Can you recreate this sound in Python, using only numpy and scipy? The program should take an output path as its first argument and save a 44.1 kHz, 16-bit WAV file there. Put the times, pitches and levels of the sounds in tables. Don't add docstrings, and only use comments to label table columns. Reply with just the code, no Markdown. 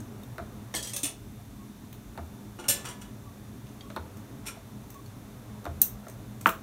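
import sys
import numpy as np
from scipy import signal
from scipy.fft import rfft, irfft, next_fast_len
from scipy.io import wavfile
from scipy.ndimage import uniform_filter1d

SR = 44100
rng = np.random.default_rng(int(sys.argv[2]) if len(sys.argv) > 2 else 0)


def unload_wav(signal):
    wavfile.write(
        sys.argv[1],
        SR,
        np.round(np.clip(np.atleast_2d(signal).T, -1, 1) * 32767).astype(np.int16),
    )


def level_to_linear(level):
    exponent = np.asarray(level, float) / 20
    return 10 ** exponent


N = 291942
SPAN = 2 ** 14
HZ, T = np.fft.rfftfreq(2 * SPAN, 1 / SR), np.arange(SPAN) / SR

# frequency [Hz], gain [dB]
MIC_RESPONSE = [(300, 2.5), (4200, -0.5), (4900, -6.5), (5600, 0), (9600, 2.5), (10300, -5.5), (11000, 2),
                (15750, -2.5), (16150, -32), (16600, -42), (17000, -92)]


def unit(x):
    return x / np.sqrt(np.mean(x ** 2) + 1e-20)


def along(points, hz):
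    point_hz, value = np.transpose(points)
    return np.interp(np.log(hz + 1), np.log(point_hz + 1), value)


def shaped(x, response):
    return irfft(rfft(x, 2 * SPAN) * response)[:SPAN]


def add(track, start_s, sound):
    piece = track[round(start_s * SR):][:SPAN]
    piece += sound[:len(piece)]


def resonances(peaks, damping):
    centre, width, db = np.transpose(peaks)[:, :, None]
    sign = (-1.) ** np.arange(len(peaks))[:, None]
    loss = 1j * HZ * width * damping
    return sign * level_to_linear(db) * loss / (centre * centre - HZ * HZ + loss)


def struck(modes):
    scatter_db = 2.5 * rng.standard_normal((len(modes), 1))
    return (level_to_linear(scatter_db) * modes).sum(axis=0)


def echo():
    # frequency [Hz], t60 [s]
    kitchen = [(200, 0.92), (700, 0.38), (1500, 0.25), (3000, 0.27), (6000, 0.23), (10000, 0.18),
               (15000, 0.2)]
    _, t, z = signal.stft(rng.standard_normal(SPAN), SR, nperseg=256)
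    hz = np.fft.rfftfreq(256, 1 / SR)
    decay = level_to_linear(-60 * t / along(kitchen, hz)[:, None])
    tail = signal.istft(z * decay, SR, nperseg=256)[1][:SPAN] * (T > .006)
    return rfft(tail / np.linalg.norm(tail), 2 * SPAN)


def blow(edges_hz, levels_db, t60, body, rise, crack):
    grain = level_to_linear(2.5 * np.repeat(rng.standard_normal(SPAN // 64), 64))
    swell = grain * level_to_linear(-60 * T / np.clip(t60, .002, 1)) * (1 - np.exp(-T / rise))
    out = np.zeros(SPAN)
    for low_hz, high_hz, db in zip(edges_hz, edges_hz[1:], levels_db):
        band = signal.butter(2, [low_hz, high_hz], "bandpass", fs=SR)
        force = swell * rng.standard_normal(SPAN) + crack * (T == 0)
        part = shaped(signal.lfilter(*band, force), body)
        out += level_to_linear(db) * part / np.abs(part).max()
    return out


def steel(events, peaks, damping, dense_db, room_db, rise, crack):
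    edges_hz = (300, 2000, 4500, 10500, 17000)
    out, modes = np.zeros(N), resonances(peaks, damping)
    for s, db, low_db, mid_db, top_db, t60 in events:
        body = struck(modes) + level_to_linear(dense_db)
        hit = blow(edges_hz, db + np.array([low_db, mid_db, 0, top_db]), t60, body, rise, crack)
        add(out, s, hit + level_to_linear(room_db) * shaped(hit, echo()))
    return out


def knocks(events, peaks, order, damping, dense_db, room_db, crack):
    edges_hz = (200, 850, 2000, 4500, 17000)
    out, modes = np.zeros(N), resonances(peaks, damping)
    for s, db, low_db, mid_db, top_db, t60 in events:
        body = struck(modes) ** order + level_to_linear(dense_db)
        hit = blow(edges_hz, db + np.array([low_db, 0, mid_db, top_db]), t60, body, 0.00009, crack)
        add(out, s, hit + level_to_linear(room_db) * shaped(hit, echo()))
    return out


def ringing(notes, rise=0.0012):
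    out = np.zeros(N)
    fade = np.cos(np.pi * T / T[-1] / 2)
    for s, hz, db, t60 in notes:
        swell = 1 - np.exp(-(T / rise) ** 2)
        add(out, s, level_to_linear(db - 60 * T / t60) * swell * fade * np.sin(2 * np.pi * hz * T))
    return out


def rack_contacts(rows, peaks, mid_db, top_db, dense_db, room_db, rise):
    wall_fills, wall_dulls = 0.29, 0.43
    events = [(s, db, wall, mid_db + wall_fills * wall, top_db - wall_dulls * wall, t60)
              for s, db, wall, t60 in rows]
    return steel(events, peaks, 1.9, dense_db, room_db, rise, crack=.1)


def pot_and_rack():
    # start_s [s], level_db at 4.5-10 kHz [dB peak], pot_wall_share [dB], t60 [s]
    reach = [(0.7392, -29.5, 2.5, 0.033), (0.7482, -23, -20, 0.14), (0.7641, -27, -9, 0.048),
             (0.8254, -28.5, -20, 0.1), (0.8707, -30, -16, 0.1), (0.893, -33, -23, 0.06),
             (.845, -36, -8, 0.068)]
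    grip = [(0.9327, -25, -16.5, 0.083), (0.962, -20.5, -17.5, 0.042), (0.9765, -40, -22, 0.052),
            (1.0312, -17.5, -19.5, 0.047), (1.0403, -24, -17, 0.057), (1.0515, -26, -8.5, 0.077)]
    slide = [(2.5864, -45, 7, 0.08), (2.596, -38.5, -8, 0.032), (2.6382, -44.5, 8.5, 0.06),
             (2.652, -51, 7, 0.045)]
    clank = [(2.6825, -14, -18.5, 0.025), (2.6865, -17, -25, 0.02), (2.693, -17, -33, 0.03),
             (2.6985, -18.5, -12.5, 0.044), (2.706, -20, -12.5, 0.033), (2.74, -37, -1.5, 0.39)]
    settle = [(2.843, -43, 3.5, .03), (2.8498, -30.5, -3.5, 0.072), (2.866, -39, 0, 0.071),
              (2.8841, -35, -6, 0.051), (2.898, -42, -8, 0.054), (2.9103, -44, 3, 0.078),
              (3.0118, -43.5, -6, 0.024), (3.0153, -39.5, -4.5, .04)]
    scrape = [(4.4544, -46, 2, 0.03), (4.462, -31, -12, 0.1), (4.4804, -35.5, 1, 0.045),
              (4.5044, -51, 0, 0.031), (4.5594, -59, 11.5, 0.044)]
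    # pitch_hz [Hz], width_hz [Hz], level_db [dB]
    reach_modes = [(1760, 73, -3.5), (2140, 340, -4), (3244, 51, 3.5), (4400, 89, 1.5), (4910, 27, 1),
                   (5200, 19, 1), (5690, 12, 2), (6030, 28, 2), (6500, 47, -7), (7360, 47, -6),
                   (7880, 32, -2), (8160, 250, -3.5), (9160, 27, -12), (8840, 29, -12), (10400, 30, -14),
                   (11400, 43, -4), (12200, 58, -15), (12700, 35, -12), (13300, 27, -7), (13900, 60, -12)]
    grip_modes = [(2570, 140, 0.5), (2930, 100, -1), (3510, 64, -0.5), (4100, 110, -20), (5300, 31, -7),
                  (5470, 50, -16), (6130, 70, -2), (7340, 150, -21), (8400, 30, 0), (8520, 50, -7),
                  (9050, 88, -1), (9160, 37, -12), (9600, 220, -1.5), (10800, 48, -4), (11100, 53, -4),
                  (11600, 35, -1), (11900, 22, -10), (13000, 72, -10), (14000, 55, -11), (14400, 140, 0),
                  (15200, 38, -17)]
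    slide_modes = [(965, 11, -18), (1395, 36, 3), (1770, 19, -23), (1960, 90, -9), (2900, 100, -1),
                   (3410, 24, 3), (4300, 23, -4), (5400, 47, -8), (5640, 85, -7), (6300, 39, -7),
                   (7080, 36, -6), (7500, 160, -6), (7740, 29, -16), (8600, 37, 1), (9150, 55, -17),
                   (10700, 37, -13)]
    clank_modes = [(554, 11, -15), (1640, 45, -10), (2700, 150, -4), (3470, 36, 1), (4030, 14, -8),
                   (5370, 28, 1.5), (5530, 24, -7), (6100, 60, -5), (6550, 29, -22), (7150, 33, -10),
                   (7340, 17, 1), (7560, 30, -7), (8200, 33, -6), (8800, 270, 0), (10100, 63, -3),
                   (11100, 32, -15), (11440, 46, -3), (11300, 20, -14), (11500, 31, -7), (11800, 32, -11),
                   (13000, 48, -15), (13000, 28, -9), (13700, 60, -9), (14800, 29, -12)]
    settle_modes = [(965, 20, -12), (1404, 19, 3), (1960, 83, -15), (2900, 100, 4.5), (3360, 32, 0),
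                    (4600, 51, 6), (5780, 85, -2), (6200, 39, -6), (7300, 92, -7), (8700, 60, 0),
                    (9200, 63, -5), (11300, 80, -4)]
    scrape_modes = [(880, 10, 0), (1377, 16, 8), (2400, 120, -5), (3900, 110, -5.5), (5560, 110, 2.5),
                    (6460, 41, -4), (6460, 42, -17), (7370, 61, 2.5), (8200, 32, -2), (8480, 46, 2),
                    (9200, 140, -1), (10800, 34, -10), (11300, 50, -2), (13800, 50, -14)]
    # start_s [s], pitch_hz [Hz], level_db
    # [dB], t60 [s]
    wall_notes = [(0.744, 1760, -53, 0.24), (.745, 319, -39, 0.19), (.745, 740, -31.5, 0.038),
                  (.745, 2140, -30, 0.046), (.743, 3150, -40, 0.27), (.75, 3360, -39, .3),
                  (.828, 3330, -53, 0.18), (.83, 4860, -36, .15), (.875, 3160, -42, 0.17),
                  (.934, 3410, -44, 0.2), (1.033, 7340, -30, 0.11), (1.033, 8360, -36, .1),
                  (.94, 568, -47.5, 0.46), (1.034, 285, -32.5, 0.13), (1.04, 2900, -41, 0.28),
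                  (2.59, 350, -41, 0.17), (2.59, 880, -48.5, 0.53), (2.69, 1746, -40, 0.59),
                  (2.69, 2930, -43, .3), (2.69, 6072, -39, .28), (2.69, 7165, -37, .21),
                  (2.69, 7500, -46, 0.36), (2.69, 8199, -29, 0.16), (2.69, 11600, -27, 0.13),
                  (2.69, 3500, -41, 0.49), (2.686, 567, -35.5, 0.26), (2.686, 1500, -48, 0.5),
                  (2.684, 5470, -23.5, 0.085), (2.855, 976, -47, 0.72), (2.855, 1716, -52, 0.87),
                  (3.812, 3250, -50, .14), (5.82, 2770, -43, .15), (5.82, 3930, -45, .12),
                  (4.57, 665, -43.5, 0.086)]
    out = ringing(wall_notes)
    out += rack_contacts(reach, reach_modes, -0.9, -15.5, dense_db=-8.5, room_db=-1.5, rise=0.00087)
    out += rack_contacts(grip, grip_modes, -7, -15, dense_db=-5.5, room_db=-1.0, rise=0.0013)
    out += rack_contacts(slide, slide_modes, -9.0, -18, dense_db=-8.5, room_db=-1.5, rise=0.003)
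    out += rack_contacts(clank, clank_modes, -6.5, -13, dense_db=-8.0, room_db=-2.0, rise=0.0035)
    out += rack_contacts(settle, settle_modes, -1.5, -12, dense_db=-7, room_db=-2.0, rise=0.0036)
    out += rack_contacts(scrape, scrape_modes, 0.5, -13, dense_db=-9.5, room_db=-5, rise=0.007)
    return out


def eggs_in_tub():
    # start_s [s], level_db at 0.85-2 kHz [dB peak], rock_gap [s], tub_note [dB], table_boom [dB]
    landings = [
        (.382, -28.5, 0.0087, -37, -30),
        (2.176, -29.5, .008, -41, -25),
        (3.963, -24, .0055, -46, -27),
        (5.654, -26.5, 0.01, -35, -21.5),
    ]
    # start_s [s], level_db at 0.85-2 kHz [dB peak]
    nudges = [
        (2.154, -46),
        (3.902, -38.5),
        (6.068, -37.5),
    ]
    # pitch_hz [Hz], width_hz [Hz], level_db [dB]
    tub_modes = [(294, 120, 2.5), (639, 150, 3.5), (887, 210, -5), (1310, 670, -6.5), (2440, 910, -28),
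                 (3460, 600, -14)]
    low_db, mid_db, top_db = -8, -5.5, -3.5
    events = [(s, db, 0, -9, -8, 0.043) for s, db in nudges]
    for s, db, gap, _, _ in landings:
        for k in range(3):
            dulled_db = 18 * (k > 0)
            events.append((s + k * gap, db - 4 * k, low_db + 5 * k,
                           mid_db - dulled_db, top_db - dulled_db, 0.033))
    hits = knocks(events, tub_modes, order=1, damping=0.56, dense_db=-19.5, room_db=-9.0, crack=14.1)
    tub_notes = ringing([(s + 0.011, 689, db, 0.15) for s, _, _, db, _ in landings])
    booms = ringing([(s, 80, db, 0.28) for s, _, _, _, db in landings], rise=0.048)
    return hits + tub_notes + booms


def tong_snap():
    # pitch_hz [Hz], width_hz [Hz], level_db [dB]
    shut_modes = [(2780, 300, -16), (3900, 540, 7), (6500, 490, 8.5), (8600, 410, 8), (9400, 300, -2),
                  (11760, 600, 0.5), (12600, 430, 4), (13150, 540, 3.5), (14800, 800, 2), (15400, 550, -1)]
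    colour_db = (-24, -11, 14.6)
    events = [(5.8166 + k * .0025, -14.2 - 3 * k * k, *colour_db, .006) for k in range(3)]
    return steel(events, shut_modes, damping=0.7, dense_db=-10.5, room_db=-9, rise=.0003, crack=30)


def laid_tongs():
    # start_s [s], level_db at 0.85-2 kHz [dB peak],
    # relative level of 0.2-0.85, 2-4.5 and 4.5-16 kHz [dB each], t60 [s]
    thud = (6.4592, -2.8, -16, -26, -55, .003)
    # start_s [s], level_db at 0.85-2 kHz [dB peak]
    bounces = [(6.462, -16), (6.4655, -15), (6.4695, -18), (6.4745, -18), (6.4805, -16), (6.4905, -17),
               (6.4935, -22.5), (6.503, -25)]
    # pitch_hz [Hz], width_hz [Hz], level_db [dB]
    table_modes = [(316, 200, -9), (680, 280, -3), (903, 314, 0), (1250, 650, 3), (1860, 630, -3),
                   (2700, 1120, -3.5), (3760, 1400, -8)]
    # start_s [s], pitch_hz [Hz], level_db [dB], t60 [s]
    table_notes = [(6.46, 223, -29, 0.088), (6.476, 180, -30, 0.1), (6.47, 660, -31.5, 0.25),
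                   (6.46, 915, -19, .1), (6.46, 800, -25.5, .06), (6.465, 328, -37.5, .15),
                   (6.465, 1405, -24, .09), (6.47, 1215, -32, .12), (6.462, 2000, -32, .04)]
    events = [thud]
    events += [(s, db, -9.5, -14 - 1.2 * k, -38, 0.03) for k, (s, db) in enumerate(bounces)]
    hits = knocks(events, table_modes, order=2, damping=1.43, dense_db=-17.5, room_db=-12.5, crack=22)
    return hits + ringing(table_notes)


def tong_ticks():
    # start_s [s], level_db at 4.5-10 kHz [dB peak], relative level of 2-4.5 and 10-16 kHz [dB each]
    small_ticks = [(0.0014, -40.5, -21, -18), (0.233, -51.5, -1, 6), (1.9263, -49, 6.5, 9),
                   (3.6684, -56, 7, -9), (3.689, -51, -11, -13), (3.7115, -57, -11, -11),
                   (3.8077, -54.5, 13.5, -15), (3.901, -47, 3, -20), (4.1689, -46.5, -8, 0),
                   (4.901, -41.5, -16.5, 2), (4.9412, -45.5, -11, 1), (5.0592, -45.5, -5, -16),
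                   (5.6426, -43, -12, -10), (6.0819, -41.5, -13, -4), (6.097, -43.5, -12, 1),
                   (6.41, -38.5, -8, 0)]
    # start_s [s], level_db at 4.5-10 kHz [dB peak], relative level under 4.5 kHz [dB], t60 [s]
    jangles = [
        (5.8174, -19, -19, 0.03),
        (6.4643, -29, -7, 0.076),
        (6.4899, -32.5, 0, 0.02),
    ]
    # start_s [s], pitch_hz [Hz], level_db [dB]
    pings = [(.001, 6600, -53), (.001, 8200, -51), (.233, 3630, -44), (3.016, 5900, -46),
             (3.668, 3320, -54), (3.8075, 3250, -39), (3.8075, 3690, -41.5), (3.8075, 4600, -41),
             (5.06, 4400, -46), (5.817, 2780, -38.5), (5.819, 4300, -39)]
    # pitch_hz [Hz], width_hz [Hz], level_db [dB]
    arm_modes = [(2780, 150, -38), (3940, 32, 3), (6300, 190, 1.5), (9200, 130, -6), (9600, 91, -14),
                 (12040, 110, 8.5), (12600, 180, -3), (12850, 980, 5.5), (14100, 340, 7), (15200, 190, 12)]
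    events = [(s, db, -4.5, mid, top, 0.024) for s, db, mid, top in small_ticks]
    events += [(s, db, low, low, 6.5, t60) for s, db, low, t60 in jangles]
    hits = steel(events, arm_modes, damping=2.1, dense_db=1, room_db=-3.5, rise=0.0015, crack=.1)
    return hits + ringing([(*row, 0.039) for row in pings])


def drips():
    # centre [s], level_db [dB peak], pitch_hz [Hz], length [s]
    drops = [(1.403, -55, 708, 0.032), (1.62, -57, 1097, 0.057), (3.282, -55, 1140, 0.044),
             (3.847, -52, 1107, 0.019), (3.873, -52, 1114, 0.016), (4.965, -47, 1113, 0.029),
             (4.996, -50, 1113, 0.015)]
    t, out = np.arange(N) / SR, np.zeros(N)
    for s, db, hz, length in drops:
        swell = np.exp(-(2 * (t - s) / length) ** 4)
        out += level_to_linear(db) * swell * np.sin(2 * np.pi * hz * t)
    return out


def rush(gain, patchy_db):
    z = signal.stft(rng.standard_normal(N + SPAN), nperseg=1024)[2]
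    field = uniform_filter1d(uniform_filter1d(rng.standard_normal(z.shape), 5, 0), 8, 1)
    x = signal.istft(z * level_to_linear(patchy_db * unit(field)), nperseg=1024)[1]
    m = next_fast_len(len(x))
    return unit(irfft(rfft(x, m) * gain(np.fft.rfftfreq(m, 1 / SR)), m)[:N])


def whine():
    drift = unit(uniform_filter1d(rng.standard_normal(N), size=2000))
    pitch_hz = 3560 + 11.8 * drift
    return level_to_linear(-71) * np.sin(2 * np.pi * np.cumsum(pitch_hz) / SR)


def ventilation():
    # time [s], level [dB]
    flow = [(0, -46.5), (.6, -46.5), (1.2, -47.5), (1.9, -47.5), (2.3, -47), (3.1, -47), (3.6, -47),
            (4.3, -46.5), (4.9, -47), (5.5, -46.5), (6.1, -46.5), (6.62, -47)]
    # frequency [Hz], density [dB per Hz]
    hum_spectrum = [(13, -47), (22, -34), (49, -6), (76, -12), (102, -3.5), (120, -5), (136, -8),
                    (157, -13.5), (209, -7.5), (312, -12), (349, -21), (409, -13), (503, -41.5),
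                    (715, -29.5), (1000, -27.5), (1300, -111), (2200, -120)]
    hiss_spectrum = [(290, -16), (500, -1), (719, -2), (774, -5.5), (1020, -5.5), (1110, -4), (1600, -9.5),
                     (3220, -16), (3670, -14), (4980, -19), (5930, -14.5), (7710, -18), (12500, -17.5),
                     (15100, -18.5), (16200, -29.5)]
    # pitch_hz [Hz], width_hz [Hz], level_db [dB]
    duct_tones = [(120.6, 25, -53), (117.7, 4, -56.5), (208.2, 12, -53)]
    hum_db = np.interp(np.arange(N) / SR, *np.transpose(flow))
    hum = level_to_linear(-2.0) * rush(lambda f: level_to_linear(along(hum_spectrum, f)), patchy_db=2.0)
    for hz, width, db in duct_tones:
        hum += level_to_linear(db + 44.0) * rush(lambda f: 1 / (1 + (2 * (f - hz) / width) ** 2), patchy_db=-1.9)
    hiss = level_to_linear(-56.0) * rush(lambda f: level_to_linear(along(hiss_spectrum, f) - along(MIC_RESPONSE[:-3], f)),
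                             patchy_db=.15)
    duct = signal.lfilter(*signal.butter(1, 1510, fs=SR), hiss)
    duct_swing = level_to_linear(6.1 * (hum_db - hum_db.mean())) - 1
    return level_to_linear(hum_db) * hum + hiss + duct * duct_swing + whine()


def scene():
    tongs = pot_and_rack() + tong_snap() + laid_tongs() + tong_ticks()
    return (tongs + eggs_in_tub() + drips() + ventilation())[None]


def band_limit(x):
    return signal.sosfilt(signal.butter(12, 16570, fs=SR, output="sos"), x)


def record(dry):
    m = next_fast_len(N + SPAN)
    response = level_to_linear(along(MIC_RESPONSE, np.fft.rfftfreq(m, 1 / SR)))
    mix = irfft(rfft(dry, m) * response, m)[:, :N]
    return band_limit(mix)


dry = scene()
out = record(dry)
unload_wav(out)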